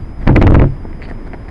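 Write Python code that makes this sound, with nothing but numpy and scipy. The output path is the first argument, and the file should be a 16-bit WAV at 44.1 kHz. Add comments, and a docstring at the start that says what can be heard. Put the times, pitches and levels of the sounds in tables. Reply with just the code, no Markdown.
"""Open asphalt, heard point-blank from the microphone fixed to a small camera drone as it crashes.
The craft tumbles through a quick run of knocks that shake its plastic frame and overload the microphone.
The frame rings on and stones clack against the shell, which then ticks and scuffs on grit as it settles.
Wind rumbles on the microphone and the electronics whine faintly throughout."""
import sys
import numpy as np
from scipy import signal
from scipy.fft import rfft, irfft, next_fast_len
from scipy.io import wavfile
from scipy.ndimage import map_coordinates

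SR = 44100
rng = np.random.default_rng(int(sys.argv[2]) if len(sys.argv) > 2 else 0)


def dump(signal):
    """Clip the signal to [-1, 1] and save it as 16-bit WAV at the path in sys.argv[1]."""
    limited = np.clip(np.atleast_2d(signal).T, -1, 1)
    pcm = np.round(limited * 32767).astype(np.int16)
    wavfile.write(sys.argv[1], SR, pcm)


N = 66150
T = np.arange(N) / SR

# wind buffeting the microphone: time_s, level_db
RUMBLE_LEVEL = [(0, -21.5), (.04, -21), (.17, -27), (.21, -18.5), (.66, -19), (.8, -25.5), (1.1, -27),
                (1.5, -25)]
# its spectrum: freq_hz, level_db
RUMBLE_SPECTRUM = [(8, -12.5), (19, -6.5), (26, 4), (36, -11.5), (50, -10), (80, -10), (130, -18),
                   (300, -29), (500, -44.5), (1000, -56)]
# soft rush of air: time_s, level_db
AIR_LEVEL = [(0, -36.5), (.15, -37.5), (.25, -31), (.8, -35), (1.1, -33.5), (1.5, -34)]
# its spectrum: freq_hz, level_db
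AIR_SPECTRUM = [(100, -3.5), (200, 0), (300, -0.5), (430, -8.5), (1000, -14.5), (1350, -20), (2100, -21.5),
                (2700, -31.5), (3200, -27), (4000, -32), (6000, -31.5), (10000, -34), (11500, -75)]
# shell sliding on grit: freq_hz, level_db
RASP_SPECTRUM = [(500, -27), (1400, -14), (2100, -3), (3000, -4), (3700, -9), (4600, 6.5), (5400, -22),
                 (8000, -15), (11000, -35)]
# scuffs of the shell on grit: start_s, level_db, hold_s, tilt_db_per_octave
SCUFFS = [(0.208, -40.5, 0.026, 3), (.852, -26, 0.0053, -5), (1.079, -35, 0.027, 4.5),
          (1.111, -24.5, 0.0021, -1), (1.265, -37, 0.013, 4), (1.332, -27, 0.015, -0.5),
          (1.486, -31, 0.0044, 4.5)]
# their spectrum before the tilt: freq_hz, level_db
SCUFF_SPECTRUM = [(150, -3), (390, 8.5), (500, -4.5), (660, 9.5), (1100, -13.5), (1500, -6), (2000, -7),
                  (2900, -28.5), (4500, -18.5), (6000, -28.5), (11000, -27.5)]
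# stones on the shell, hard in the tumble and light at rest: start_s, level_db, favoured_pitch_hz
CLACKS = [(0.3631, 20, 2326), (0.4789, 13, 1300), (.5970, 2.5, 1780), (.9300, -24, 2050),
          (1.0198, -11.5, 2300), (1.0258, -12.5, 2300), (1.054, -19.5, 2110), (1.1124, -19.5, 1690),
          (1.3340, -16, 2060), (1.4840, -20.5, 1970)]
# modes of the plastic shell: pitch_hz, level_db, t60_s
SHELL_MODES = [(1264, -13.5, 0.025), (1760, -17.5, 0.011), (2040, -6.5, 0.011), (2296, -14.5, 0.0091)]
# a stone's own tick: freq_hz, level_db
TICK_SPECTRUM = [(300, -1.5), (1300, -16), (2150, -24), (3000, -16), (3700, -27), (4500, -6.5), (5500, -31),
                 (7300, -15), (11000, -40.5)]
# blows on the asphalt: start_s, heave_db, ring_db, crunch_db, crunch_delay_s
BLOWS = [(0.275, 13.5, 0.5, 5, .0025), (0.2809, 15, 10, -8, .0005), (0.359, 10.5, 8, 4, 0.0039),
         (0.416, -20, -0.5, 0.5, 0.00054), (.4210, 12, 1, -13.5, .004), (.4268, 6.5, 3, 5, 0.00023),
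         (.4680, 7.5, -0.5, 2.5, 0.002), (0.4782, 7.5, -3.5, 7, 0.0012), (.5080, 13.5, 7, -6.5, 0.00041),
         (0.543, 9.5, 6.5, -1, 0.0025), (.5530, 13, 2, 1.5, .001), (0.5583, 4, -3, 2.5, .0004),
         (0.5978, 5, -3, -13, .002), (.6060, 0, 2, -16, .003), (0.6198, 2, 0.5, -3, 0.00028),
         (.6420, -0.5, -7, -41, .001)]
# modes of the frame: pitch_hz, level_db, t60_s
FRAME_MODES = [(68, -4.5, 0.19), (99.42, -4, 0.25), (136.05, -7, 0.26), (207.5, -4.5, 0.092),
               (244.1, -11.5, 0.14), (294.1, -6.5, 0.15), (352.7, -6.5, 0.11), (516.8, -11.5, 0.083),
               (573.4, -9, 0.037), (662, -18.5, 0.085), (908, -22.5, 0.039)]
# shell crunching on stone: freq_hz, level_db
CRUNCH_SPECTRUM = [(200, 5), (600, 3), (1300, -5), (1700, -8.5), (2250, -7.5), (2800, -23.5), (4200, -11),
                   (6000, -29), (11000, -31)]
# drag after each blow: freq_hz, level_db
SKID_SPECTRUM = [(60, -13.5), (280, 7), (450, 0), (650, -10), (1000, -16), (2200, -22), (3000, -22),
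                 (5000, -33), (10000, -93)]
# microphone response after the overload: freq_hz, gain_db
MIC_RESPONSE = [(2300, 0), (3500, -9), (5000, -14.5), (8000, -19.5), (11000, -23.5)]


def amp(db):
    """Decibels to amplitude."""
    return 10 ** (np.asarray(db) / 20)


def unit(x):
    """x scaled to rms 1."""
    return x / np.sqrt(np.mean(x ** 2) + 1e-20)


def along(points, hz):
    """(freq_hz, value) points joined on a log axis and read at hz."""
    freqs, values = np.transpose(points)
    return np.interp(np.log(hz + 1), np.log(freqs + 1), values)


def curve(points):
    """(time_s, value) points joined, one value per sample."""
    return np.interp(T, *np.transpose(points))


def wobble(knots_per_s):
    """A smooth random curve."""
    return map_coordinates(rng.standard_normal(4096), [T * knots_per_s + 2], mode="wrap")


def filtered(x, response):
    """x shaped by a gain that depends on frequency."""
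    size = next_fast_len(N + SR // 2)
    return irfft(rfft(x, size) * response(np.fft.rfftfreq(size, 1 / SR)), size)[:N]


def noise(spectrum, tilt_db=0):
    """Coloured noise of rms 1, tilted per octave between 200 and 5000 Hz."""
    def colour(hz):
        return amp(along(spectrum, hz) + tilt_db * np.log2(np.clip(hz, 200, 5000)))
    return unit(filtered(rng.standard_normal(N), colour))


def fade(start_s, t60_s):
    """Full level until start_s, then an exponential decay."""
    return amp(-60 * np.maximum(T - start_s, 0) / t60_s)


def swell(centre_s, width_s):
    """A bell-shaped envelope."""
    return np.exp(-.5 * ((T - centre_s) / width_s) ** 2)


def ring(start_s, hz, t60_s):
    """One struck mode dying away."""
    return np.sin(2 * np.pi * hz * np.maximum(T - start_s, 0)) * fade(start_s, t60_s)


def struck(start_s, modes):
    """Modes struck together, a little different in level and pitch at every blow."""
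    return sum(amp(db + rng.normal(0, .7)) * ring(start_s, hz * (1 + rng.normal(0, .003)), t60_s)
               for hz, db, t60_s in modes)


def wind():
    """Low buffeting right on the microphone under a soft, fluttering rush of air."""
    rumble = amp(curve(RUMBLE_LEVEL)) * noise(RUMBLE_SPECTRUM)
    air = amp(curve(AIR_LEVEL) + wobble(59.7)) * noise(AIR_SPECTRUM)
    return rumble + air


def whine(pitch_hz=5043, dip_hz=210, jitter_hz=42):
    """The electronics beside the microphone: a thin tone and its octave, with quick dips in pitch."""
    dips = np.clip(2 * wobble(110) - .5, 0, 1)
    hz = pitch_hz - dip_hz * dips + jitter_hz * wobble(700)
    phase = 2 * np.pi * np.cumsum(hz) / SR
    return amp(-46.5) * unit(np.sin(phase) + amp(-3) * np.sin(2 * phase))


def grit():
    """Grit under the shell: one short rasp as it slides, and a scatter of grainy scuffs."""
    out = amp(-34.5) * noise(RASP_SPECTRUM) * swell(centre_s=1.042, width_s=.016)
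    for start_s, db, hold_s, tilt_db in SCUFFS:
        grain = unit(noise(SCUFF_SPECTRUM, tilt_db) * amp(3 * wobble(500)))
        attack = np.clip((T - start_s) / .0007, 0, 1)
        out += amp(db) * grain * attack * fade(start_s + hold_s, t60_s=.018)
    return out


def clacks(focus_db_per_octave=32.5):
    """A stone ticks and rings the shell; where it lands favours the modes near one pitch."""
    out = np.zeros(N)
    for start_s, db, favoured_hz in CLACKS:
        modes = [(hz, mode_db - focus_db_per_octave * abs(np.log2(hz / favoured_hz)), t60_s)
                 for hz, mode_db, t60_s in SHELL_MODES]
        tick = amp(-18.5) * noise(TICK_SPECTRUM) * (T >= start_s) * fade(start_s, t60_s=.011)
        out += amp(db) * (struck(start_s, modes) + tick)
    return out


def tumble(flex_s=.00602, skid_db=-17.5):
    """The legs flex, then the hard contact heaves the craft, rings the frame, crunches and drags on."""
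    out = np.zeros(N)
    for start_s, heave_db, ring_db, crunch_db, delay_s in BLOWS:
        flex = np.sin(np.pi * np.clip((T - start_s) / flex_s + 1, 0, 1))  # ends at the hard contact
        rebound = ring(start_s, hz=35.2, t60_s=.077)  # the whole craft moves
        heave = amp(heave_db) * (rebound - amp(-2) * flex)
        crunch = amp(crunch_db) * noise(CRUNCH_SPECTRUM) * swell(start_s + delay_s, width_s=.0017)
        skid_gain = amp(skid_db + 4.5 * wobble(250))  # grainy, relative to the frame's ring
        skid = skid_gain * noise(SKID_SPECTRUM) * (T >= start_s) * fade(start_s, t60_s=.14)
        out += heave + crunch + amp(ring_db) * (struck(start_s, FRAME_MODES) + skid)
    return out


def scene():
    """Everything reaches the one microphone on the craft, close and dry."""
    return (tumble() + clacks() + grit() + wind() + whine())[None]


def record(dry, ceiling=.64, knee=14, top_hz=11300):
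    """The overloaded microphone flattens the blows, dulls the treble and stops at its band limit."""
    def response(hz):
        return amp(along(MIC_RESPONSE, hz)) / np.sqrt(1 + (hz / top_hz) ** 60)
    oversampled = signal.resample_poly(dry[0], 4, 1)
    clipped = oversampled / (1 + np.abs(oversampled / ceiling) ** knee) ** (1 / knee)
    return filtered(signal.resample_poly(clipped, 1, 4), response)[None]


dry = scene()
out = record(dry)
dump(out)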